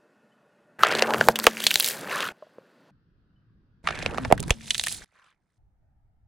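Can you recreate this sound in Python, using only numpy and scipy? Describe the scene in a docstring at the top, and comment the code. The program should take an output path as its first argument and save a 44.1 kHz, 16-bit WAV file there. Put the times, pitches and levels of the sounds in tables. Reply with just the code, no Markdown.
"""Tyre crushing a plastic tub.

A car rolls over a sealed tub on asphalt: the walls crackle, groan and crack, the filling squirts out.
The crush plays twice: in mono, then at a low stereo microphone that is splashed. Car park air ends it.
The volume is turned up for each crush, and the loudest cracks overload."""
import sys
import numpy as np
from scipy import signal
from scipy.fft import rfft, irfft
from scipy.io import wavfile
from scipy.ndimage import uniform_filter1d

SR = 44100
rng = np.random.default_rng(int(sys.argv[2]) if len(sys.argv) > 2 else 0)


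def master(y):
    """Save y as 16-bit WAV."""
    cut = np.clip(np.atleast_2d(y).T, -1, 1)
    pcm = np.round(cut * 32767)  # scale
    wavfile.write(sys.argv[1], SR, pcm.astype(np.int16))


N = 276830
TIME_S = np.arange(N) / SR
MONO, LOW, TAIL = range(3)  # sections: mono crush, crush at the low microphone, air alone
BOUNDS_S, CRUSH_DELAY_S = (0, 2.908, 5.58, 6.3), (0, 3.0387, 5.8)


# First touch to roll-off: (crush time [s], crackle [dB], groan [dB], fizz [dB], crackle centre [Hz])
CRUSH = [(.792, -37, -42.5, -47, 1760), (.87, -24.5, -33.5, -47, 1900), (1.0, -27.5, -31.5, -43.5, 2100),
         (1.1, -35, -21, -45.5, 1450), (1.2, -35, -33.5, -41, 1540), (1.31, -43, -38, -37, 1650),
         (1.345, -49.5, -42.5, -65, 1500), (1.44, -38, -39.5, -35, 2000), (1.54, -43, -57.5, -46.5, 2300),
         (1.63, -35.5, -48, -33, 2650), (1.79, -43.5, -54.5, -34.5, 2800), (1.88, -32, -44, -25.5, 2680),
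         (1.96, -42.5, -41, -40.5, 1900), (2.07, -38.5, -43, -48, 1690), (2.12, -32, -33.5, -39, 2800),
         (2.27, -34, -43, -40, 3000), (2.33, -51, -48, -61, 1600), (2.905, -48, -45.5, -64, 1500)]
# Tyre shielding the low microphone: (crush time [s], crackle gain [dB], groan gain [dB], fizz gain [dB])
SHADOW = [(.79, -16, -10.5, -9.5), (1.15, -10, -16, -11), (1.3, -23.5, -22.5, -18), (1.7, -18, -9, -9.5),
          (2.0, -13.5, -21, -8), (2.3, -10, -10, -13), (2.55, -12, -15, 5)]


def crushing():
    """Small folds crackle, large panels groan, the torn lid and the squirt fizz."""
    t = crush_time()
    gains = [amp(curve(CRUSH, k, t) + section(LOW) * curve(SHADOW, k, t)) for k in (1, 2, 3)]
    crackle = grains(800, 5200, cycles=2.8, per_s=3500, spread_db=3.8, centre_hz=curve(CRUSH, 4, t))
    groan = grains(330, 1000, cycles=2.6, per_s=600, spread_db=1.7)
    fizz = grains(3300, 14500, cycles=2.4, per_s=5000, spread_db=3.5)
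    return (crackle * gains[0] + groan * gains[1] + fizz * gains[2]) * (t >= CRUSH[0][0])


def crack(ring_db, hz, boom_db, splinter_db, length_ms, noise):
    """A click and a burst of slips: the panel rings, the tub booms, splinters hiss. Also used for spatters."""
    t = np.arange(2500) / SR
    decay_ms = np.clip(.6 * length_ms, .1, 3)
    burst = (1 - np.exp(-t / .00058)) * np.exp(-(t * 1000 / decay_ms) ** .78)
    size = np.linalg.norm(burst)  # scales click and after-rattle
    click = size * signal.unit_impulse(len(t), round(.0005 * SR))
    slips = click + noise[0] * (burst + .018 * size * decay(t, .073))
    ring = band(slips, hz * .84, hz * 1.19) + .55 * band(band(slips, hz * .5, hz * 2.1), hz * .3, hz * 5.4)
    shove = 1.5 * click + noise[1] * (burst + .025 * size * decay(t, .07))
    boom = band(band(shove, 400, 800), 160, 1500)
    splinters = band(.57 * click + noise[2] * (burst ** 1.6 + .008 * size * decay(t, .03)), 6500, 22000)
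    parts = (ring_db, ring), (boom_db, boom), (splinter_db, splinters)
    return sum(amp(db) * x / abs(x).max() for db, x in parts)


def snaps(count=70):
    """Random small cracks, as rows of CRACKS_AND_SPATTERS; level and pitch follow the crackle."""
    when, size, pitch, length = rng.random((count, 4)).T
    s = CRUSH[0][0] + when * (CRUSH[-2][0] - CRUSH[0][0])
    db = curve(CRUSH, 1, s) + 5.5 - 4 * np.log(size + .01)
    hz = curve(CRUSH, 4, s) * 2 ** (1.6 * pitch - .4)
    return np.transpose([s, db, hz, db - 8.5, db - 13, 2.4 * (length + .2), curve(SHADOW, 1, s)])


# Wall cracks, plus a few spatters of filling striking the low microphone: (crush time [s], ring [dB],
# ring pitch [Hz], boom [dB], splinters [dB], nominal length [ms], gain at the low microphone [dB])
CRACKS_AND_SPATTERS = [(.8343, 4, 1335, -19.5, -11.5, 6.4, -12.5), (.8484, -7.5, 1530, -13.5, -33, 4.3, -8),
                       (.8674, -10.5, 1470, -14.5, -36.5, 3.7, -9), (.914, -20, 3200, -18, -34, 2.6, -18),
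                       (.9237, -7.5, 2470, -15.5, -37, 1.2, -25), (.9513, -8, 3900, -13, -34, 1.3, -16),
                       (.9717, -20, 4200, -33.5, -34.5, 2.1, -22),
                       (.9867, -12.5, 2580, -24, -30.5, 1.1, -9), (.9934, -8, 2460, -32, -33.5, .87, -31),
                       (1.0229, 1.5, 2500, -5, -20, 1, -10), (1.0912, -14, 900, -13.5, -37, 3.7, -22),
                       (1.1374, -4.5, 1790, -27, -16, .47, -16), (1.1439, -6, 1200, -7.5, -20, .96, -6.5),
                       (1.2106, -1.5, 1620, -5.5, -19, .96, -15.5),
                       (1.2145, -19, 905, -23.5, -34.5, 2.4, 0.5), (1.2637, -33.5, 770, -24, -53.5, 3.8, 8),
                       (1.2741, -29, 724, -16.5, -49.5, 1.7, 11.5), (1.2859, 7.5, 726, 6, 4.5, 1.26, -8),
                       (1.3395, -44.5, 1740, -61.5, -44, 4.6, 18.5), (1.3575, -10, 3230, -25, -11, 5, -19),
                       (1.3644, -60, 4450, -61, -26.5, 1.9, 16), (1.3894, -11.5, 1100, -32, -3, 5.3, -15),
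                       (1.3994, -6.5, 4430, -23.5, -17, .34, -19.5),
                       (1.4416, -11, 1840, -38.5, -3, 2.7, -20.5),
                       (1.4545, -20.5, 3850, -23.5, -21, .3, -15), (1.4577, -35.5, 910, -42, -35, .7, 13.5),
                       (1.4674, 6, 3100, -5, 2, .9, -7), (1.4688, 6, 1100, 0, -13, 3, -28),
                       (1.5703, -14.5, 2550, -48, -33, .6, -22.5),
                       (1.6026, -15.5, 2580, -29, -28.5, .71, -28), (1.6213, -19, 3100, -43, -17, .41, -19),
                       (1.6404, -6, 2980, -37.5, -3, 1.4, -22), (1.6672, 8.5, 3600, -24, -5, 3, -15),
                       (1.7074, -5, 3600, -40, -15, 2, -5), (1.7126, -2.5, 2750, -39, -6, 1.3, -13),
                       (1.7415, -4, 4670, -36.5, 0, 1.8, -9), (1.7572, 2.5, 3870, -19, -2.5, 1.05, -11),
                       (1.774, -15.5, 3570, -36, -13, 1.7, -4), (1.7992, -4, 3280, -30, 5.5, 2.1, -8),
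                       (1.8069, -1, 4570, -47, -10, .98, -20), (1.8256, -14, 3300, -34.5, -1.5, 1.2, -10),
                       (1.8303, -21, 2000, -41, -13.5, 3, 6), (1.8445, -5, 4100, -38, 0, 2, -8.5),
                       (1.8614, -11, 5340, -34, -3, 2, -21), (1.8767, -20, 2930, -30, -3, .35, -13),
                       (1.886, -25, 3670, -47, -4, 1.3, -4), (2.0855, -28, 1500, -21.5, -42, 2.5, -12),
                       (2.206, -15, 1320, -42, -53, 1, -22), (2.2877, -15.5, 1370, -30, -35, 1.7, -16)]


def cracks_and_spatters():
    """The walls crack and filling strikes the low microphone, which gets less boom and more treble."""
    out, rows = np.zeros(N), np.concatenate([CRACKS_AND_SPATTERS, snaps()])
    for s, ring_db, hz, boom_db, splinter_db, ms, low_db in rows:
        noise = rng.standard_normal((3, 2500))
        onset_s = s - .0004  # the burst swells before it peaks
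        add(out, onset_s, crack(ring_db, hz, boom_db, splinter_db, ms, noise))
        low_hit = crack(ring_db, hz, boom_db - 1.5, splinter_db + 2.5, ms, noise[::-1])
        add(out, onset_s + CRUSH_DELAY_S[LOW], amp(low_db) * low_hit)
    return out


# Pressure pulses: (time [s], level [dB], rise [ms])
SPLATS = [(1.287, -20, 1.2), (1.469, -16.5, 0.68), (1.756, -32.5, 1.2), (4.327, -2.5, 0.5), (4.4, -18, 1.2),
          (4.507, -7, 2.36)]


def splats():
    """The sealed tub bursts and pushes air; the microphone leaks the pulse away and overshoots."""
    out, t = np.zeros((2, N)), np.arange(4000) / SR
    for s, db, rise_ms in SPLATS:
        age = t * 1000 / rise_ms
        push = band(-amp(db) * age * np.exp(1 - age), 37, 1980)
        add(out[0], s, (.7 if s > BOUNDS_S[LOW] else 1) * push)
        add(out[1], s, push)
    return out


# Thudding, one curve per crush: (time [s], level [dB])
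THUDDING = [
    [(.792, -47), (1.11, -48), (1.18, -37), (1.3, -30.5), (1.37, -58), (1.43, -41), (1.55, -81), (2.1, -68),
     (2.32, -46), (2.34, -71), (2.905, -71)],
    [(3.846, -52), (3.91, -42.5), (4.1, -38), (4.23, -38), (4.41, -28), (4.54, -49), (4.72, -50),
     (5.04, -53.5), (5.57, -58)],
]


def thudding():
    """Lumpy push of air and filling; deeper and partly unrelated at the low microphone's two ports."""
    mono = unit_rms(band(band(rng.standard_normal(N), 85, 230), 89, 390))
    common, left, right = (noise_band(54, 210) * amp(5.1 * wander(30.3)) for _ in range(3))
    stereo = .58 * common + np.array([.26 * left - .13 * right, .57 * right])
    return np.where(section(MONO), mono, stereo) * envelope(THUDDING, 1)


# Dents: (time [s], level [dB], pitch [Hz], t60 [s])
PLOPS = [(2.424, -10, 612, 0.055), (2.468, -24, 638, 0.036), (2.584, -5.5, 516, 0.016)]


def plops():
    """Dents spring back with hollow knocks: a low ring and a faster-dying overtone."""
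    out, t = np.zeros(N), np.arange(4000) / SR
    for s, db, hz, t60_s in PLOPS:
        ring = np.sin(2 * np.pi * hz * t) * decay(t, t60_s)
        overtone = .5 * np.sin(2 * np.pi * 1.71 * hz * t) * decay(t, .4 * t60_s)
        add(out, s, amp(db) * (ring + overtone) * (1 - np.exp(-t / .00051)))
    return out


def rasp():
    """Dense slips in one narrow fold as the tread lets go of the flat tub."""
    slips = grains(1050, 1750, cycles=4, per_s=1500, spread_db=2.5, pitches=6)
    return slips * swell(start_s=2.09, rise_s=.03, end_s=2.25, fall_s=.05, db=-29, low_gain_db=-9)


def sizzle():
    """Filling sizzles out of the tread as tiny bubbles burst."""
    bubbles = grains(7000, 14500, cycles=3, per_s=14000, spread_db=1.8, pitches=9)
    return bubbles * swell(start_s=1.6, rise_s=.25, end_s=1.91, fall_s=.06, db=-36, low_gain_db=-4)


# Hum, one curve per stretch: (time [s], pitch [Hz], level [dB])
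HUM = [
    [(.95, 223.3, -38), (1.15, 224.3, -36), (1.45, 221, -40), (1.66, 222.7, -45.5), (1.72, 215, -72)],
    [(4.17, 250, -40), (4.22, 258, -30.5), (4.28, 248, -40)],
    [(4.55, 227, -43.5), (4.7, 217, -51)],
]


def hum():
    """A low, slightly wavering tone under load."""
    hz = curve(np.concatenate(HUM), 1, TIME_S) * (1 + .01 * wander(27))
    return np.sqrt(2) * np.sin(2 * np.pi * np.cumsum(hz) / SR) * envelope(HUM, 2)


# Tread hiss: (time [s], level [dB])
ROLLING = [(2.33, -60), (2.43, -49.5), (2.55, -56), (2.905, -53.5)]


def rolling():
    """The wet tread hisses as it rolls away after the first crush."""
    return noise_band(2400, 4700) * envelope([ROLLING], 1)


# Low microphone port response: (frequency [Hz], left [dB], right [dB])
PORTS = [(59.6, -3, -14.5), (700, -4, 2), (2310, 1.5, 2), (8000, -2, 1), (9700, -3.5, 2.5),
         (12200, -12.5, -13.5), (16000, -19.5, -19.5)]


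def under_car(x):
    """Short scatter off road, wheel and sill; opposite in phase at the low microphone's two ports."""
    t = np.arange(1500) / SR
    taps = rng.standard_normal(1500) * (rng.random(1500) < .3) * decay(t, .018) * (t > .0002)
    echo = signal.oaconvolve(x, taps / np.linalg.norm(taps))[:N]
    side = amp(-9.5) * (echo + 1.6 * band(echo, 5860, 14880))  # treble scatters most
    hz = np.fft.rfftfreq(N, 1 / SR)
    ports = amp([spectrum(PORTS, k, hz) for k in (1, 2)])
    stereo = irfft(rfft([x + side, x - side]) * ports, N)
    return np.where(section(MONO), x + amp(-17.5) * echo, stereo)


# Air spectrum, one per section: (frequency [Hz], relative density [dB])
AIR = [
    [(18, -80.5), (30, -52.5), (90, -26), (106, -19.5), (170, 3), (540, -1.5), (584, -3.5), (822, -7),
     (1320, -9.5), (1460, -7), (2290, -20), (2540, -17), (3220, -23.5), (11400, -35), (16000, -50)],
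    [(15, -41), (25, -2.5), (76, -0.5), (175, -2), (301, -13.5), (607, -28.5), (714, -30.5), (1610, -23.5),
     (2220, -39), (2550, -36.5), (4870, -40), (7310, -63.5), (16000, -63.5)],
    [(15, -26.5), (25, -5.5), (87, -6.5), (127, -22), (145, -20.5), (476, -41.5), (714, -31), (863, -32),
     (1130, -50.5), (1230, -41), (2160, -48), (2610, -56), (16000, -68)],
]
# Stereo air: (frequency [Hz], left-right coherence [0..1])
AIR_COHERENCE = [(30, 0.67), (400, 1), (900, 0.18), (9000, 0.05)]


def air():
    """Car park air with the idling car: noise with drifting patches, mono, then wide in the treble."""
    hz, out = np.fft.rfftfreq(1024, 1 / SR), np.zeros((2, N))
    for k, rms_db in (MONO, -43), (LOW, -42), (TAIL, -36.5):
        draws = rng.standard_normal((N // 256 + 5, 513, 5)).T
        left, unrelated = draws[0] + 1j * draws[1], draws[2] + 1j * draws[3]
        patches_db = 2 * unit_rms(uniform_filter1d(uniform_filter1d(draws[4], 3, 0), 20, 1))
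        coherence = 1 if k == MONO else spectrum(AIR_COHERENCE, 1, hz)[:, None]
        right = coherence * left + np.sqrt(1 - coherence ** 2) * unrelated
        bins = np.array([left, right]) * amp(spectrum(AIR[k], 1, hz)[:, None] + patches_db)
        noise = signal.istft(bins, nperseg=1024, noverlap=768)[1][:, :N]
        out += amp(rms_db) * unit_rms(noise) * section(k)
    return out


# Idle noise bands: (centre [Hz], width [Hz], level [dB])
WHINES = [(594, 30, -52), (1440, 63, -56.5), (1810, 140, -59.5), (2590, 80, -65)]


def whines():
    """Fuzzy whines of the idling car, near the mono microphone only."""
    return section(MONO) * sum(amp(db) * noise_band(hz - w / 2, hz + w / 2) for hz, w, db in WHINES)


# Chirps: (time [s], pitch [Hz], level [dB])
CHIRPS = [(.318, 3010, -49), (3.36, 3000, -54)]


def bird():
    """A far bird: one faint chirp with its echo, heard once in each pass of the crush."""
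    out, t = np.zeros(N), np.arange(3000) / SR
    shape = np.exp(-((t - .006) / .0035) ** 2) + .54 * np.exp(-t / .044)
    for s, hz, db in CHIRPS:
        add(out, s, amp(db) * np.sin(2 * np.pi * hz * t) * shape)
    return out


def grains(low_hz, high_hz, cycles, per_s, spread_db, centre_hz=None, pitches=20):
    """Tiny rings of many pitches at random moments; a few are large and they come in clumps."""
    clumps_db = 3 * wander(200)
    size = amp(spread_db * np.minimum(rng.exponential(1, N), 3.5) + clumps_db)
    kicks = size * (rng.random(N) < per_s / SR) * rng.choice([-1., 1.], N)
    pitch_index, out = rng.integers(0, pitches, N), np.zeros(N)
    for k, hz in enumerate(np.geomspace(low_hz, high_hz, pitches)):
        turns = np.arange(1500) * hz / SR
        ring = np.sin(2 * np.pi * turns) * np.exp(-turns / cycles) * np.minimum(turns, 1)
        weight = 1
        if centre_hz is not None:  # folds of one size lead
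            weight = np.exp(-(np.log(hz / centre_hz) / .5) ** 2) * (centre_hz / hz) ** .6
        out += signal.oaconvolve(kicks * weight * (pitch_index == k), ring / np.linalg.norm(ring))[:N]
    return unit_rms(out)


def swell(start_s, rise_s, end_s, fall_s, db, low_gain_db):
    """Gain that rises, holds and falls in crush time."""
    t = crush_time()
    ramps = np.minimum((t - start_s) / rise_s, 1 - (t - end_s) / fall_s)
    return np.clip(ramps, 0, 1) * amp(db + low_gain_db * section(LOW))


def envelope(curves, column):
    """Gain from dB curves, silent outside them."""
    t = TIME_S
    return sum(amp(curve(c, column, t)) * (t >= c[0][0] - .004) * (t < c[-1][0]) for c in curves)


def crush_time():
    """Clock of the crush in seconds, set back in each new section."""
    return TIME_S - sum(delay_s * section(k) for k, delay_s in enumerate(CRUSH_DELAY_S))


def section(k):
    return (TIME_S >= BOUNDS_S[k]) & (TIME_S < BOUNDS_S[k + 1])


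def curve(rows, column, t):
    table = np.transpose(rows)
    return np.interp(t, table[0], table[column])


def spectrum(rows, column, hz):
    table = np.transpose(rows)
    return np.interp(np.log(hz + 1), np.log(table[0] + 1), table[column])


def band(x, low_hz, high_hz):
    edges_hz = [low_hz, min(high_hz, SR / 2 - 500)]
    return signal.sosfilt(signal.butter(2, edges_hz, "band", fs=SR, output="sos"), x)


def noise_band(low_hz, high_hz):
    return unit_rms(band(rng.standard_normal(N), low_hz, high_hz))


def wander(rate_hz):
    return noise_band(rate_hz / 10, rate_hz)


def amp(db):
    return 10 ** (np.asarray(db) / 20)


def decay(t, t60_s):
    return amp(-60 * t / t60_s)


def unit_rms(x):
    return x / np.sqrt(np.mean(x ** 2) + 1e-20)


def add(mix, start_s, sound):
    part = mix[round(start_s * SR):][:len(sound)]
    part += sound[:len(part)]


def scene():
    """The tub under the car, its low pushes of air, and the car park."""
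    tub = crushing() + cracks_and_spatters() + plops() + rolling() + rasp() + sizzle()
    tub = band(tub, 130, SR / 2) + hum()  # low-cut keeps deep bass out of the crackle and cracks
    splashed = uniform_filter1d(1. * (TIME_S > 4.52) * section(LOW), size=300)
    air_gain = amp(-9.5 * splashed)  # the splashed microphone hears less air
    return under_car(tub) + thudding() + splats() + air_gain * air() + whines() + bird()


# Volume steps: (start [s], gain [dB])
FADER = [(0, -21), (0.787, -3), (2.323, -21), (3.841, -1.5), (5.045, -27)]


def record(dry):
    """Volume steps, overload at full scale, then a low-pass."""
    start_s, db = np.transpose(FADER)
    fader = amp(db[np.searchsorted(start_s[1:], TIME_S)])
    clipped = np.clip(dry * uniform_filter1d(fader, size=40), -1, 1)
    lowpass = signal.firwin(511, cutoff=16050, window=("kaiser", 9), fs=SR)
    return np.clip(signal.oaconvolve(clipped, lowpass[None], "same"), -1, 1)


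dry = scene()
out = record(dry)
master(out)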